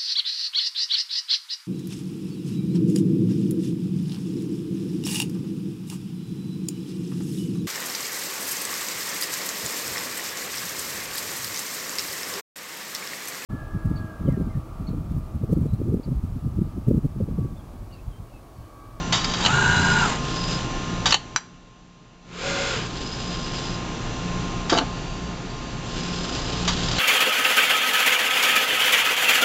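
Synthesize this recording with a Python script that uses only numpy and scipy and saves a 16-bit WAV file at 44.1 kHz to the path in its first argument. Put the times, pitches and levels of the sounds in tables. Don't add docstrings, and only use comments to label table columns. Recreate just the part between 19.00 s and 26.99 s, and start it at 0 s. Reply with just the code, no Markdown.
import sys
import numpy as np
from scipy import signal
from scipy.fft import rfft, irfft, next_fast_len
from scipy.io import wavfile
from scipy.ndimage import uniform_filter1d, minimum_filter1d

SR = 44100
rng = np.random.default_rng(int(sys.argv[2]) if len(sys.argv) > 2 else 0)


def log_audio(samples):
    frames = np.atleast_2d(samples).T
    limited = np.clip(frames, -1, 1)
    pcm = np.round(limited * 32767).astype(np.int16)
    wavfile.write(sys.argv[1], SR, pcm)


N = 352359
TIME = np.arange(N) / SR

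# (start [s], end [s])
REACH_SPAN, SWING_SPAN = (0.33, 1.225), (3.23, 3.92)
FAST_RAMP_S, SLOW_RAMP_S = 0.24, 0.18
# (pitch [Hz], relative level [dB])
REACH_TONES = [(87.9, -30), (143.5, -26.5), (217, -34), (384, -40), (883, -33), (960, -31), (1439, -22),
               (1493, -26), (1577, -28.5), (1604, -24.5), (2880, -33), (3990, -35.5)]
SWING_TONES = [(555, -34.5), (760, -40.5), (1425, -37), (1470, -38), (1620, -40), (2105, -39.5),
               (2230, -48)]
# (frequency [Hz], relative level [dB])
REACH_BODY = [(50, -5), (100, -14), (220, 0.5), (320, -22.5), (400, -5), (620, -15), (950, -2.5),
              (1230, -12), (1520, -6), (2250, -11.5), (2900, -11.5), (4000, -14), (5300, -20.5),
              (7250, -12.5)]
SWING_BODY = [(90, -33), (200, -21), (450, -5), (560, -10.5), (660, -17), (900, -12.5), (1250, -9.5),
              (1520, -5), (1830, -12.5), (2300, -7.5), (4400, -14), (5000, -10.5), (5600, -17.5),
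              (7250, -12)]
# (start [s], end [s], hiss level halfway [dB])
SLOW_MOVES = [(1.138, 1.675, -30.5), (3.76, 4.82, -33.5), (6.823, 8.2, -29.5)]
# (frequency [Hz], relative level [dB])
BEARING_COLOUR = [(100, 1), (220, 2.5), (430, 3.5), (700, -8), (1500, -1), (2100, -9.5), (2900, 0),
                  (3900, -2), (4600, -2.5), (5050, -1), (5500, -5.5), (6600, -9.5), (7300, -6),
                  (8000, -5.5)]
# (start [s], end [s], level [dB])
WHISTLES = [(0.68, 1.2, -37), (1.315, 1.606, -32.5), (3.48, 3.9, -41), (3.96, 4.812, -41.5),
            (6.903, 7.7, -42)]

# (pitch [Hz], width [Hz], relative level [dB])
GRIPPER_RINGS = [(779, 290, 0), (1125, 550, 0.5), (1836, 810, -1.5), (3166, 270, 2), (3810, 160, 2.5),
                 (4520, 350, 1.5), (5370, 1700, -10), (8200, 7800, -12.5)]
# (start [s], stop [s],
# drive level [dB], first clack [dB], its fade time [s], last clack [dB], time from touch to stop [s])
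STROKES = [(0.1226, 0.46, -22, -15.5, 0.26, -10, 0.011), (2.0559, 2.1418, -22.5, -13, 0.12, 0.5, 0.019),
           (5.6956, 5.7848, -23, -17, 0.079, -14, 0.0105), (7.676, 7.983, -28, -16.5, 0.14, -18.5, 0.018)]
# (time [s], level [dB])
CATCHES = [(0.2432, -18), (0.3362, -22.5), (2.106, -17), (5.726, -20), (7.8837, -23), (7.9127, -23.5)]
# (pitch [Hz], width [Hz], relative level [dB])
START_RING, STOP_RING, CATCH_RING = (4550, 350, 6), (2960, 350, 7.5), (4960, 350, 6)
# (pitch [Hz], relative level [dB], fade time [s])
SNAP_RINGS = [(950, -7, .006), (1550, -4, .007), (2350, -10, .007), (3230, -15, .008), (4000, -22, .04),
              (4800, -13, .009), (5750, -21, .055), (5980, -16, .035), (7500, -17, .012)]
# (time [s], level [dB])
BALL_KNOCKS = [(5.7205, -13), (5.730, -19.5), (5.749, -20.5), (5.7684, -19), (5.783, -21), (5.81, -22.5)]
# (pitch [Hz], width [Hz], relative level [dB])
BOARD_RINGS = [(247, 34, 6.5), (480, 106, -7.5), (695, 46, 1.5), (920, 39, -7), (1135, 120, -10),
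               (1630, 170, -15)]

# (frequency [Hz], relative level [dB])
FAN_COLOUR = [(12, -24), (22, -0.5), (38, 5), (52, -16), (150, -0.5), (205, -7.5), (255, -5.5),
              (440, -11.5), (560, -16), (830, -14), (1150, -18), (1950, -22), (2750, -20), (5500, -28)]
# (pitch [Hz], relative level [dB])
HUM_TONES = [(58.6, -40), (117.7, -39), (176.4, -36.5), (174.4, -40.5), (239.5, -45)]
# (pitch [Hz], relative level [dB])
WHINE_TONES = [(613.7, -60.5), (1054, -46), (1227.5, -55), (1405, -54.5), (1755, -58), (2810, -66.5),
               (3338, -79.5), (5744, -64), (5960, -57)]
# (time [s], level change [dB])
CONTROLLER_LEVEL = [(0, -0.5), (2.0, -0.5), (2.9, -5), (3.95, -4.5), (4.7, -2), (5.4, -0.5), (6.4, -4.5),
                    (7.9, 0.5)]


def geared_motor(span, tones, body, grind_db, tones_db, turn_hz, throb_db,
                 wobble, speed_power, brake_db, swell_db_per_s):
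    speed = move(*span, FAST_RAMP_S)
    braking = uniform_filter1d(np.maximum(-np.gradient(speed, TIME), 0), SR // 20)
    pitch = speed * (1 + wobble * drift(46.3))
    turn = np.sin(2 * np.pi * np.cumsum(turn_hz * pitch) / SR)
    teeth = rng.standard_normal(N) + tiny_ticks(per_s=1500, spread_db=4.5)
    teeth += 0.8 * rotor_buzz(turn_hz * pitch)
    grind = from_db(grind_db) * coloured(teeth * from_db(throb_db * turn), body)
    whir = sum(tone(hz * pitch, db + tones_db + 3.87 * drift(30)) for hz, db in tones)
    swell_db = swell_db_per_s * (np.clip(TIME, *span) - np.mean(span))
    load_db = brake_db * braking + swell_db
    return speed ** speed_power * from_db(load_db) * (speed ** 2.8 * whir + grind)


def bearing_hiss(swell_db=6.5):
    rolling = coloured(rng.standard_normal(N) + tiny_ticks(per_s=760, spread_db=3.5), BEARING_COLOUR)
    level = 0
    for start, end, db in SLOW_MOVES:
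        progress = np.clip((TIME - start) / (end - start), 0, 1)
        level += move(start, end, SLOW_RAMP_S) * from_db(db + swell_db * (progress - 0.5))
    return level * from_db(2.1 * drift(40)) * rolling


def gripper(strain_s=0.06, strain_db=3.5, touch_db=-4.5):
    running = 0
    for start, stop, db, *_ in STROKES:
        straining = TIME > stop - strain_s
        running += from_db(db + strain_db * straining) * ((TIME > start) & (TIME < stop))
    throb_hz = 42 * (1 + 0.13 * drift(21))
    throb = from_db(2.7 * np.sin(2 * np.pi * np.cumsum(throb_hz) / SR))
    rubbing = 0.27 * tiny_ticks(per_s=820, spread_db=5.0) + 0.48 * rng.standard_normal(N)
    screw_ring = (4740, 390, 2.8)
    out = resonate(running * throb * rubbing, GRIPPER_RINGS + [screw_ring])
    for start, stop, _, start_db, start_fade_s, stop_db, gap_s in STROKES:
        add(out, start, clack(start_db, START_RING, start_fade_s))
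        add(out, stop - gap_s, clack(stop_db + touch_db, STOP_RING))
        add(out, stop, clack(stop_db, STOP_RING))
    for time_s, db in CATCHES:
        add(out, time_s, clack(db, CATCH_RING, fade_s=0.032))
    return out


def clack(db, ring, fade_s=0.029):
    return from_db(db) * rattle(fade_s, GRIPPER_RINGS + [ring])


def snap(time_s=2.3609, boost_db=20.5):
    out, age = np.zeros(N), np.arange(SR // 10) / SR
    for k, (hz, db, fade_s) in enumerate(SNAP_RINGS):
        fade = from_db(boost_db + db - 60 * age / fade_s)
        add(out, time_s, (-1) ** k * fade * np.sin(2 * np.pi * hz * age))
    return keep_band(out, "high", hz=550)


def ball():
    out = np.zeros(N)
    for time_s, db in BALL_KNOCKS:
        add(out, time_s, from_db(db) * rattle(fade_s=0.098, rings=BOARD_RINGS))
    return out


def shudder(time_s=3.762):
    out = np.zeros(N)
    add(out, time_s, from_db(-25) * rattle(fade_s=0.12, rings=[(145, 50, 0)]))
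    return keep_band(out, "low", hz=260)


def drive_whistle(flicker_db=3):
    ring = resonate(rng.standard_normal(N), [(5044, 91, 0)])
    ring = unit_power(resonate(ring, [(4930, 160, 0)]))
    level = sum(from_db(db) * move(start, end, SLOW_RAMP_S) for start, end, db in WHISTLES)
    return level * from_db(flicker_db * drift(25)) * ring


def holding_joint(start_s=5.7, end_s=6.85, hz=4590, db=-53.5):
    return move(start_s, end_s, SLOW_RAMP_S) * tone(hz * (1 + 0.0045 * drift(45)), db + 3 * drift(17))


def controller(air_db=-28, whine_fade_db_per_s=0.63):
    change_db = np.interp(TIME, *np.transpose(CONTROLLER_LEVEL))
    whine_db = 9.5 + 1.22 * change_db - whine_fade_db_per_s * TIME
    buzz = keep_band(rotor_buzz(87.75 * (1 + 0.00071 * drift(7.95))), "high", hz=300)
    air = from_db(air_db) * coloured(rng.standard_normal(N) + from_db(-9.5) * buzz, FAN_COLOUR)
    hum = sum(tone(hz * (1 + 0.00391 * drift(3.59)), db + 2.8 * drift(4.3)) for hz, db in HUM_TONES)
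    whine = sum(tone(hz * (1 + 0.0008 * drift(7.8)), db + 1.4 * drift(7.9)) for hz, db in WHINE_TONES)
    return from_db(change_db) * (air + hum) + from_db(whine_db) * whine


def room_echo(x, early_db, early_fade_s, late_db, late_fade_s):
    age = np.arange(SR // 2) / SR
    echoes = 0
    for db, fade_s in (early_db, early_fade_s), (late_db, late_fade_s):
        tail = rng.standard_normal(len(age)) * (age > 0.004) * from_db(-60 * age / fade_s)
        echoes += from_db(db) * tail / np.linalg.norm(tail)
    return x + signal.fftconvolve(x, echoes)[:N]


def move(start, end, ramp_s):
    return np.sin(np.pi / 2 * np.clip(np.minimum(TIME - start, end - TIME) / ramp_s, 0, 1))


def rotor_buzz(turn_hz):
    roughness = rng.standard_normal(400)
    place = np.cumsum(turn_hz) / SR % 1
    return unit_power(np.interp(place, np.linspace(0, 1, len(roughness)), roughness))


def tiny_ticks(per_s, spread_db):
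    sizes = from_db(spread_db * np.minimum(rng.exponential(1, N), 3)) * rng.choice([-1, 1], N)
    return unit_power(sizes * (rng.random(N) < per_s / SR))


def rattle(fade_s, rings):
    age = np.arange(SR // 4) / SR
    burst = resonate(rng.standard_normal(len(age)), rings)
    even_burst = burst / np.sqrt(uniform_filter1d(burst ** 2, SR // 250))
    shape = (1 - np.exp(-age / 0.0016)) * from_db(-60 * age / fade_s)
    return even_burst * shape / np.sqrt(uniform_filter1d(shape ** 2, SR // 300).max())


def resonate(x, rings):
    out, power = 0, 0
    for k, (hz, width, db) in enumerate(rings):
        decay, gain = np.exp(-np.pi * width / SR), from_db(db)
        feed = np.array([1, 0, -1]) * (1 - decay ** 2) / 2
        feedback = [1, -2 * decay * np.cos(2 * np.pi * hz / SR), decay ** 2]
        out += (-1) ** k * gain * signal.lfilter(feed, feedback, x + 1e-18)
        power += gain ** 2 * np.pi * width / SR
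    return out / np.sqrt(power)


def coloured(x, colour):
    size = next_fast_len(N)
    hz, db = np.transpose(colour)
    log_hz = np.log(np.arange(size // 2 + 1) * SR / size + 1)
    gain = from_db(np.interp(log_hz, np.log(hz), db))
    return unit_power(irfft(rfft(x, size) * gain, size)[:N])


def drift(rate_hz):
    step, warm_up = 40, 2000
    decay = np.exp(-2 * np.pi * rate_hz * step / SR)
    noise = rng.standard_normal(N // step + warm_up + 2)
    slow = signal.lfilter([1], [1, -2 * decay, decay ** 2], noise)[warm_up:]
    return np.interp(np.arange(N) / step, np.arange(len(slow)), unit_power(slow))


def tone(hz, db):
    return np.sqrt(2) * from_db(db) * np.sin(2 * np.pi * (np.cumsum(hz) / SR + rng.random()))


def keep_band(x, side, hz):
    return signal.sosfilt(signal.butter(2, hz, side, fs=SR, output="sos"), x)


def add(track, time_s, sound):
    start = min(int(time_s * SR), N)
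    track[start:start + len(sound)] += sound[:N - start]


def from_db(db):
    return 10 ** (np.asarray(db) / 20)


def unit_power(x):
    return x / np.sqrt(np.mean(x ** 2) + 1e-20)


def volume_control(x, limit_db, hold_s, recover_db_per_s):
    power = uniform_filter1d(x ** 2, SR // 400)
    over_db = np.maximum(10 * np.log10(np.abs(power) + 1e-12) - limit_db, 0)
    half = int(hold_s * SR / 2)
    held_db = -minimum_filter1d(-over_db, 2 * half + 1, origin=half, mode="constant")
    ramp_db = recover_db_per_s * TIME
    cut_db = np.maximum.accumulate(held_db + ramp_db) - ramp_db
    return x * from_db(-uniform_filter1d(cut_db, SR // 1000))


def scene():
    reach = geared_motor(REACH_SPAN, REACH_TONES, REACH_BODY, grind_db=-16.5, tones_db=-3.0,
                         turn_hz=58.4, throb_db=2.5, wobble=0.004, speed_power=1.39,
                         brake_db=0.4, swell_db_per_s=-1.0)
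    swing = geared_motor(SWING_SPAN, SWING_TONES, SWING_BODY, grind_db=-27.5, tones_db=-3.5,
                         turn_hz=46.28, throb_db=0.0, wobble=0.00595, speed_power=1.54,
                         brake_db=-0.03, swell_db_per_s=5)
    hits = gripper() + ball() + snap()
    hits = room_echo(hits, early_db=-10.0, early_fade_s=0.095, late_db=-19, late_fade_s=0.36)
    background = controller() + holding_joint()
    arm = reach + swing + bearing_hiss() + drive_whistle() + shudder()
    return (arm + hits + background)[None]


def record(dry):
    controlled = volume_control(dry[0], limit_db=-8.0, hold_s=0.85, recover_db_per_s=65.0)
    rounded = 0.61 * np.tanh(controlled / 0.67)
    treble_cut = signal.cheby1(14, 0.2, 7450, fs=SR, output="sos")
    dulled = signal.sosfilt(treble_cut, rounded) + from_db(-21) * rounded
    final_cut = signal.cheby2(16, 60, 9450, fs=SR, output="sos")
    return signal.sosfilt(final_cut, dulled)[None]


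dry = scene()
out = record(dry)
log_audio(out)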